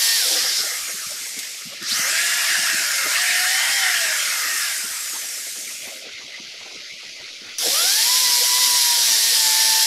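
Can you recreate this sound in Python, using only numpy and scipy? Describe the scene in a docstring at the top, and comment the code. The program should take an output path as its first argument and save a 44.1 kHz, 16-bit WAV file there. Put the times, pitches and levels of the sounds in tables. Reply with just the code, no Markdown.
"""Hammer drill in a plastered wall

An electric hammer drill bores in a small hard room: blows and crushed plaster make shaped noise.
Pulled out, it coasts down, is revved in the air and coasts to a stop; then it spins up in the wall again.
Whine, fan, gears and brushes follow one shaft speed, as shaft-locked tones and speed-scaled noise.
Damped modes make short low thuds, short noise bursts make clicks, and a steady hiss fills the room.
Both channels are alike."""
import sys
import numpy as np
from scipy import signal
from scipy.fft import rfft, irfft, next_fast_len
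from scipy.io import wavfile
from scipy.ndimage import uniform_filter1d, map_coordinates

SR = 44100
rng = np.random.default_rng(int(sys.argv[2]) if len(sys.argv) > 2 else 0)


def generate_wav(signal):
    """Clip the signal to [-1, 1] and save it as 16-bit WAV at the path in sys.argv[1]."""
    frames = np.transpose(np.atleast_2d(signal))
    scaled = np.clip(frames, -1, 1) * 32767
    pcm = np.round(scaled).astype(np.int16)
    wavfile.write(sys.argv[1], SR, pcm)


N = 434826  # length in samples

# spectrum of the struck and crushed wall: (frequency [Hz], relative level [dB])
WALL_SPECTRUM = [(30, -32), (120, -38), (260, -30), (800, -19.5), (1250, -19), (1750, -10.5), (2600, -11.5),
                 (3300, -4), (4300, -2.5), (5250, 1.5), (6300, -3.5), (9800, -8.5), (11200, -5.5),
                 (13500, -16), (15500, -19.5)]
# gain changes of air noise, whine and overtones over time:
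# (time [s], air noise gain [dB], whine gain [dB], overtone gain [dB])
TIMED_GAINS = [(0, 0, -11, 7), (.15, -2, -9, 10), (.22, -2, -8, -1), (1.0, -6, -14, -13),
               (1.35, -3.5, -14, -14), (2.1, 0.5, -8, 12), (2.9, 1, -12, -9), (3.35, 2.5, -3.5, 4),
               (3.85, 1.5, 3.5, 2), (4.05, 2, -1.5, -4), (4.28, -1.5, -19, 10), (4.6, 1.5, -18, -21),
               (4.9, -4.5, -14, -16), (7.75, 9, 1, 5), (9.86, 0, 2, 2.5)]


def bite_level():
    """Contact forcing: the grinding gain of the bit over its two spells in the wall."""
    # one table per spell: (time [s], relative grinding level [dB])
    bursts = [
        [(0, -16.5), (.34, -17.5), (.38, -23), (.52, -28.5), (.8, -33)],
        [(7.578, -55), (7.586, -28), (7.61, -21), (7.66, -17), (7.8, -16.5), (9.86, -15.5)],
    ]
    return sum(levels(burst)[0] for burst in bursts)


def boring(turns, bite, scatter_db, crumb_db):
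    """Impact excitation: a blow every eight whine cycles; between blows the bit crushes plaster."""
    beats = turns / 8
    blow_at = np.interp(np.arange(1, int(beats[-1])), beats, np.arange(N))
    # a short sinc places each blow between samples
    taps = blow_at.astype(int)[:, None] + np.arange(-7, 9)
    strengths = amp(scatter_db * rng.standard_normal((len(blow_at), 1)))
    pulses = np.sinc(taps - blow_at[:, None]) * strengths
    blows = np.bincount(np.clip(taps, 0, N - 1).ravel(), pulses.ravel(), N)
    # each blow rattles on through chuck, bit and wall
    t = np.arange(SR // 25) / SR
    rattle = rng.standard_normal(len(t)) * amp(-60 * t / 0.11)
    hammer = coloured(signal.fftconvolve(blows, rattle)[:N], WALL_SPECTRUM)
    crumbs = coloured(rng.standard_normal(N) * amp(crumb_db * wobble(1500)), WALL_SPECTRUM)
    powder = rush(WALL_SPECTRUM, patchy_db=2.0)
    mix = amp(-8) * hammer + amp(-8.5) * crumbs + amp(-2.5) * powder
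    return bite * mix * amp(0.17 * wobble(25))


def growl(turns, bite, centre_hz, width_hz, steady):
    """Speed-dependent judder: the wall growls under the loaded bit, most near one low speed."""
    # (frequency [Hz], relative level [dB])
    growl_spectrum = [(150, -77), (310, 2.5), (400, -11), (500, 14), (600, -4), (720, 8.5),
                      (1100, -12), (3000, -60)]
    nearness = np.exp(-((whine_hz(turns) - centre_hz) / width_hz) ** 2)
    judder = (steady + nearness) * amp(2.8 * wobble(45))
    return amp(-19) * bite * judder * rush(growl_spectrum, patchy_db=6.5)


def whine(turns, bite):
    """Swept resonance: the motor tones swell at each resonance; load brings out the overtones."""
    # whine tones and strain overtones: (multiple of the whine [1], relative level [dB])
    whine_tones = [(.5, -26.5), (0.749, -19.5), (.875, -20), (1, 4), (1.125, -12)]
    strain_tones = [(2, 0), (2.125, -8), (3, -7), (3.998, -7), (5, 1.5)]
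    # resonances met by the whine and by its octave: (centre [Hz], width [Hz], relative level [dB])
    hum_peaks = [(564, 140, -42), (646, 58, -42.5), (747, 46, -36.5), (891.4, 35, -41), (958, 24, -39.5),
                 (994, 37, -39)]
    octave_peaks = [(1430, 470, -40.5), (1625, 220, -38.5), (1795, 82, -37.5), (1992, 30, -37)]
    full_load_db, idle_share = -14.5, 0.42  # grinding at full load; octave share left without load
    hz = whine_hz(turns)
    _, hum, octave = levels(TIMED_GAINS)
    load = idle_share + (1 - idle_share) * bite / amp(full_load_db)
    hum = hum * resonating(hz, hum_peaks) * amp(2 * wobble(16) + wobble(70))
    octave = octave * load * resonating(2 * hz, octave_peaks) * amp(2 * wobble(16) + wobble(70))
    tones = hum * partials(turns, whine_tones, blur=0.21, blur_rate=40)
    overtones = octave * partials(turns, strain_tones, blur=0.53, blur_rate=50)
    return room(tones + overtones, wet_db=-11)


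def free_running(turns):
    """Aerodynamic and mechanical noise: fan air, loose gears and brushes, with shaft-locked tones."""
    # tones, (multiple of the whine [1], relative level [dB]):
    # fan and pinion; commutator and bearings of the coasting rotor; spinning gear train
    blade_tones = [(2.45, -8), (2.75, -10), (4, -3)]
    sing_tones = [(13, -14), (17.5, -15), (20.8, -13), (24, -4), (25, -13), (27.8, -9), (31.6, -10),
                  (35.2, -7), (38.6, -10), (41.6, -8), (45, -11), (48, -9), (53, -11), (59.5, -8),
                  (67, -11)]
    mesh_tones = [(7, -13), (12, -9)]
    # spectra of fan rush, gears, brushes, housing and the narrow ringing band of the gear case:
    # (frequency [Hz], relative level [dB])
    fan_spectrum = [(200, -41), (450, -38), (640, -10.5), (1000, -12), (1200, -13), (1380, -1), (1530, 0),
                    (1700, 2.5), (2100, 2.5), (2500, -1), (4000, -7.5), (8000, -27)]
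    gear_spectrum = [(300, -34), (1500, -25), (2600, -10.5), (3400, -5), (4500, 2), (5250, 6), (6200, -2.5),
                     (7500, -11), (11000, -37)]
    brush_spectrum = [(3000, -37), (5500, -2.5), (6900, 0.5), (8700, -1), (10100, -6), (11300, -2),
                      (13000, -10.5), (13800, -14.5), (15500, -20)]
    housing_spectrum = [(1500, -30), (4300, -14), (5300, 2), (6200, 1), (6900, 3), (7600, -1), (9200, -1),
                        (10200, -6), (11400, -2), (13100, -2), (13600, -13), (15500, -17)]
    case_spectrum = [(600, -68), (1250, 0.5), (1400, -0.5), (1530, -4), (1680, 1), (1860, 4.5), (1980, -2),
                     (2130, -1), (2300, -12), (2930, -8.5), (3500, -3), (6000, -50)]
    speed_hz = whine_hz(turns)
    fan, gears, brushes = running_levels(speed_hz)

    blades = partials(turns, blade_tones, blur=1.8, blur_rate=110)
    blades = filtered(blades, lambda hz: amp(along(case_spectrum, hz)))
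    # the blade tones need speed to stand out of the rush
    blades = blades * growing(speed_hz, full_db=1, knee_hz=476, power=1.4)
    air = fan * (amp(-1.5) * rush(fan_spectrum, patchy_db=3) + amp(-1.0) * room(blades, wet_db=-3.5))

    rattle_flutter = amp(1.1 * wobble(250) + 0.73 * wobble(21.9))
    rattle = gears * rush(gear_spectrum, patchy_db=1.5) * rattle_flutter
    hiss_flutter = amp(0.54 * wobble(300) + 0.56 * wobble(22.96))
    hiss = amp(3) * brushes * rush(brush_spectrum, patchy_db=1.5) * hiss_flutter

    # the bearings sing out as the rotor slows
    slow = 1 / np.sqrt(1 + (speed_hz / 520) ** 14)
    tones = slow * partials(turns, sing_tones, blur=.9, blur_rate=170)
    tones = tones + partials(turns, mesh_tones, blur=.9, blur_rate=170)
    housed = filtered(tones, lambda hz: amp(along(housing_spectrum, hz)))
    sing = room(brushes * housed, wet_db=-1)

    # the rattle rings the gear case, up to a limit
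    case_noise = rush(case_spectrum, patchy_db=5)
    case_ring = amp(-5.0) * np.minimum(gears, amp(-30.5)) * case_noise
    return air + rattle + case_ring + hiss + sing


def running_levels(hz):
    """Power-law scaling: fan, gear and brush gains follow speed while the bit is clear of the wall."""
    # the bit scrapes out of its hole, then the chuck jingles as the drill is lifted:
    # (time [s], relative level [dB])
    scrape_levels = [(.33, -24), (.6, -22), (.75, -39), (1.15, -40), (1.8, -41), (1.88, -24), (1.95, -29)]
    clear, = levels([(0.364, 0), (7.0, 0)])  # the bit is clear between these times
    air_gain = levels(TIMED_GAINS)[0]
    scrape, = levels(scrape_levels)
    fan = air_gain * growing(hz, full_db=-21.5, knee_hz=590, power=1.96)
    gears = np.hypot(scrape, growing(hz, full_db=-23, knee_hz=660, power=1.8))
    # the brushes take only a share of the air gain changes
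    brushes = air_gain ** 0.41 * growing(hz, full_db=-26.5, knee_hz=465, power=0.94)
    return clear * fan, clear * gears, clear * brushes


def low_speed_noise(turns, level_db, centre_hz, width_hz):
    """Speed-dependent noise: soft patchy noise near 600 Hz, strongest at low shaft speed."""
    # (frequency [Hz], relative level [dB])
    low_spectrum = [(200, -27), (480, -4.5), (630, 6.5), (800, -3.5), (1250, -7.5), (2200, -26),
                    (3500, -50)]
    nearness = np.exp(-((whine_hz(turns) - centre_hz) / width_hz) ** 2)
    low_noise = rush(low_spectrum, patchy_db=10.5)
    return amp(level_db) * nearness * amp(3.2 * wobble(30)) * low_noise


def spin_up(turns, start, peak, end, peak_db):
    """Transient excitation: the commutator squeals and sparks as current surges into the slow motor."""
    surge, = levels([(start, peak_db - 14), (peak, peak_db), (peak + .06, peak_db - 7), (end, peak_db - 11)])
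    squeal = partials(turns, [(11, -9), (12, -2), (13, -9)], blur=1.4, blur_rate=650)
    return room(surge * squeal, wet_db=-2)


def shaft(flutter):
    """Phase integration: whine cycles counted from the start, at a never quite steady speed."""
    return np.cumsum(speed() * (1 + flutter * wobble(25))) / SR


def speed():
    """Rotor dynamics: the whine pitch [Hz] follows each pull, then drag and friction slow it to a stall."""
    # one curve per pull of the trigger; after each the rotor coasts: (time [s], whine pitch [Hz])
    pulls = [
        [(0, 915), (.16, 915), (.3, 553), (.45, 433), (.7, 334)],
        [(1.8, 30), (1.87, 90), (1.92, 359), (1.97, 518)],
        [(2.04, 489), (2.1, 617), (2.2, 700), (2.61, 712)],
        [(3.07, 536), (3.2, 722), (3.45, 730), (3.75, 804)],
        [(7.58, 0), (7.65, 414), (7.78, 638), (7.88, 769), (8.1, 995), (8.2, 1015), (8.35, 965), (8.6, 1000),
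         (9, 946), (9.13, 899), (9.27, 921), (9.45, 882), (9.86, 890)],
    ]
    drag_s, friction_hz_per_s = 1.9, 113  # time constant of the air drag; steady friction
    stall_hz = 86  # the brushes grab here
    t, hz = np.arange(N) / SR, np.zeros(N)
    friction_hz = friction_hz_per_s * drag_s
    for pull in pulls:
        s, driven = np.transpose(pull)
        decay = np.exp(-np.maximum(t - s[-1], 0) / drag_s)
        coast = (driven[-1] + friction_hz) * decay - friction_hz
        coast = coast * (1 - (stall_hz / np.maximum(coast, stall_hz)) ** 4)
        hz = np.select([t < s[0], t < s[-1]], [hz, np.interp(t, s, driven)], coast)
    return hz


def whine_hz(turns):
    """Instantaneous frequency: the rate of change of the whine's cycle count."""
    return np.gradient(turns) * SR


def low_bumps(rise, t60, spread, small_db):
    """Damped modes: short low thuds, with many smaller bumps between them."""
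    # the louder low bumps, one a swell near the whine's pitch:
    # (time [s], relative level [dB], pitch [Hz])
    loud_bumps = [(.59, -38.5, 356), (.629, -32, 578), (.94, -41, 304), (1.061, -41, 149),
                  (1.365, -35, 337), (1.654, -37, 192), (1.812, -33.5, 256), (1.916, -35, 190),
                  (1.989, -32, 236), (2.58, -35, 260), (2.728, -30.5, 248), (3.055, -27.5, 531),
                  (4.839, -38, 334), (5.869, -37, 331), (6.395, -36, 264), (6.747, -39.5, 363),
                  (7.414, -40.5, 360), (7.67, -31, 317)]
    out = np.zeros(N + SR)
    small = [(u * N / SR, small_db + 8 * v, 300 * 4 ** w) for u, v, w in rng.random((90, 3))]
    for s, db, hz in list(loud_bumps) + small:
        bump = thud(hz, rise, t60, spread)
        out[round(s * SR):][:len(bump)] += amp(db) * bump
    return room(out[:N], wet_db=-17)


def thud(hz, rise, t60, spread):
    """Modal superposition: quickly damped modes around and below a pitch, scaled to peak 1."""
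    t = np.arange(SR // 4) / SR
    steps = np.linspace(-2, 1, 12)[:, None] + .1 * rng.standard_normal((12, 1))
    modes = hz * np.exp(spread * steps)
    ring = np.sin(2 * np.pi * (modes * t + rng.random(modes.shape))) * np.sqrt(modes / hz)
    bump = ring.sum(0) * (1 - np.exp(-t / rise)) * amp(-60 * t / t60)
    return bump / np.abs(bump).max()


def clicks(t60):
    """Exponential decay: short bright contacts, as bursts of noise with the wall's spectrum."""
    # trigger clicks and contacts of the bit: (time [s], relative level [dB])
    contacts = [(1.1084, -19), (1.2184, -24), (1.3894, -13), (1.4294, -22), (1.8267, -20), (1.8856, -24),
                (1.9131, -27), (7.584, -12.5)]
    envelope, t = np.zeros(N + SR), np.arange(SR // 8) / SR
    for s, db in contacts:
        envelope[round(s * SR):][:len(t)] += amp(db - 9.0 - 60 * t / t60)
    ring = rush(WALL_SPECTRUM, patchy_db=4)
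    return room(envelope[:N] * ring, wet_db=-8)


def ambience():
    """Stationary noise: a steady hiss, smooth in the treble and unevenly fluctuating lower down."""
    # (frequency [Hz], relative level [dB])
    hiss_spectrum = [(30, -37), (80, -21.5), (280, -10.5), (600, -8.5), (950, -22.5), (1350, -8),
                     (1800, -8.5), (2050, 3.5), (3000, -0.5), (4600, 0.5), (6400, -5), (8200, -20),
                     (11200, -20.5), (15500, -42)]
    low = lambda hz: 1 / np.sqrt(1 + (hz / 2600) ** 8)
    low_hiss = filtered(rush(hiss_spectrum, patchy_db=4.5), low)
    # the complementary high-pass keeps the summed power whole
    hiss = filtered(rush(hiss_spectrum, patchy_db=1.5), lambda hz: np.sqrt(1 - low(hz) ** 2))
    return amp(-36.5) * (low_hiss * amp(1.7 * wobble(18)) + hiss) * amp(0.97 * wobble(300))


def near_walls(x):
    """Comb filtering: early reflections from near surfaces interfere with the direct sound."""
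    # (delay [s], gain [1])
    reflections = [(.0019, .09), (.0043, .14), (.0078, .16)]

    def comb(hz):
        """Interference: each delayed copy adds a phasor to the direct sound."""
        return 1 + sum(gain * np.exp(-2j * np.pi * hz * delay) for delay, gain in reflections)
    return filtered(x, comb)


def room(x, wet_db):
    """Reverberation: direct sound plus a decaying noise tail of the bare walls, power about kept."""
    # (frequency [Hz], reverberation time T60 [s])
    decay_times = [(150, 0.87), (1000, 0.3), (5000, 0.15), (14000, 0.14)]
    hz, t, z = signal.stft(rng.standard_normal(SR // 2), SR, nperseg=256)
    decay = amp(-60 * t / along(decay_times, hz)[:, None])
    tail = signal.istft(z * decay, SR, nperseg=256)[1]
    delayed = np.pad(tail / np.linalg.norm(tail), (SR // 300, 0))
    echo = signal.fftconvolve(x, delayed)[:N]
    return (x + amp(wet_db) * echo) / np.hypot(1, amp(wet_db))


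def growing(hz, full_db, knee_hz, power):
    """Saturating power law: a gain that rises with speed and levels off above the knee."""
    rise = (np.abs(hz) / knee_hz) ** power
    return amp(full_db) * rise / np.hypot(1, rise)


def resonating(hz, peaks):
    """Resonance curves: the gain of a tone that glides through peaks, summed in power."""
    return np.sqrt(sum((amp(db) / (1 + (2 * (hz - centre) / width) ** 2)) ** 2
                       for centre, width, db in peaks))


def partials(turns, table, blur, blur_rate):
    """Phase modulation: shaft-locked tones, each with its own wandering phase (blur in radians)."""
    return sum(amp(db) * np.sqrt(2) * np.sin(2 * np.pi * k * turns + blur * wobble(blur_rate))
               for k, db in table)


def rush(spectrum, patchy_db):
    """Turbulence: shaped noise of rms 1, with patches of random gain in time and frequency."""
    z = signal.stft(rng.standard_normal(N), nperseg=512)[2]
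    field = uniform_filter1d(rng.standard_normal(z.shape), size=6, axis=0)
    field = uniform_filter1d(field, size=10, axis=1)
    patchy = signal.istft(z * amp(patchy_db * unit(field)), nperseg=512)[1][:N]
    return coloured(patchy, spectrum)


def coloured(x, spectrum):
    """Spectral shaping: x weighted by a spectrum, at rms 1."""
    return unit(filtered(x, lambda hz: amp(along(spectrum, hz))))


def filtered(x, response):
    """Linear filtering: x times a response of frequency."""
    m = next_fast_len(N + 8192)
    return irfft(rfft(x, m) * response(np.fft.rfftfreq(m, 1 / SR)), m)[:N]


def wobble(rate):
    """Band-limited fluctuation: a smooth random curve with rate knots a second."""
    knots = rng.standard_normal(int(N * rate / SR) + 4)
    return map_coordinates(knots, [np.arange(N) * rate / SR], mode="nearest")


def levels(rows):
    """Level envelopes: a gain per sample for each dB column, fading quickly outside the table."""
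    s, *cols = np.transpose(rows)
    t = np.arange(N) / SR
    outside = np.abs(t - np.clip(t, s[0], s[-1]))
    return [amp(np.interp(t, s, c) - 60 * outside / 0.061) for c in cols]


def along(points, hz):
    """Logarithmic frequency: (frequency [Hz], value) points interpolated on a log axis."""
    f, v = np.transpose(points)
    return np.interp(np.log(hz + 1), np.log(f + 1), v)


def unit(x):
    """Power normalisation: x at rms 1."""
    return x / np.sqrt(np.mean(x ** 2) + 1e-20)


def amp(db):
    """Level definition: decibels to amplitude gain."""
    return 10 ** (np.asarray(db) / 20)


def scene():
    """Superposition: the drill's running sounds follow its shaft; thuds, clicks and hiss are added."""
    turns = shaft(flutter=0.002093)
    bite = bite_level()
    drill = boring(turns, bite, scatter_db=0.5, crumb_db=3.0) + free_running(turns)
    drill = amp(-1.1) * near_walls(drill)
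    drill = drill + whine(turns, bite)
    drill = drill + growl(turns, bite, centre_hz=440, width_hz=200, steady=0.15)
    drill = drill + low_speed_noise(turns, level_db=-49.0, centre_hz=214, width_hz=224)
    drill = drill + spin_up(turns, start=1.89, peak=1.92, end=2.13, peak_db=-20.0)
    thuds = low_bumps(rise=0.01, t60=0.083, spread=0.32, small_db=-47.5)
    mono = drill + thuds + clicks(t60=0.07) + ambience()
    return np.array([mono, mono])


def record(dry):
    """Band limiting: nothing is kept above the top frequency."""
    top_hz = 15600
    return np.array([filtered(channel, lambda hz: hz < top_hz) for channel in dry])


dry = scene()
out = record(dry)
generate_wav(out)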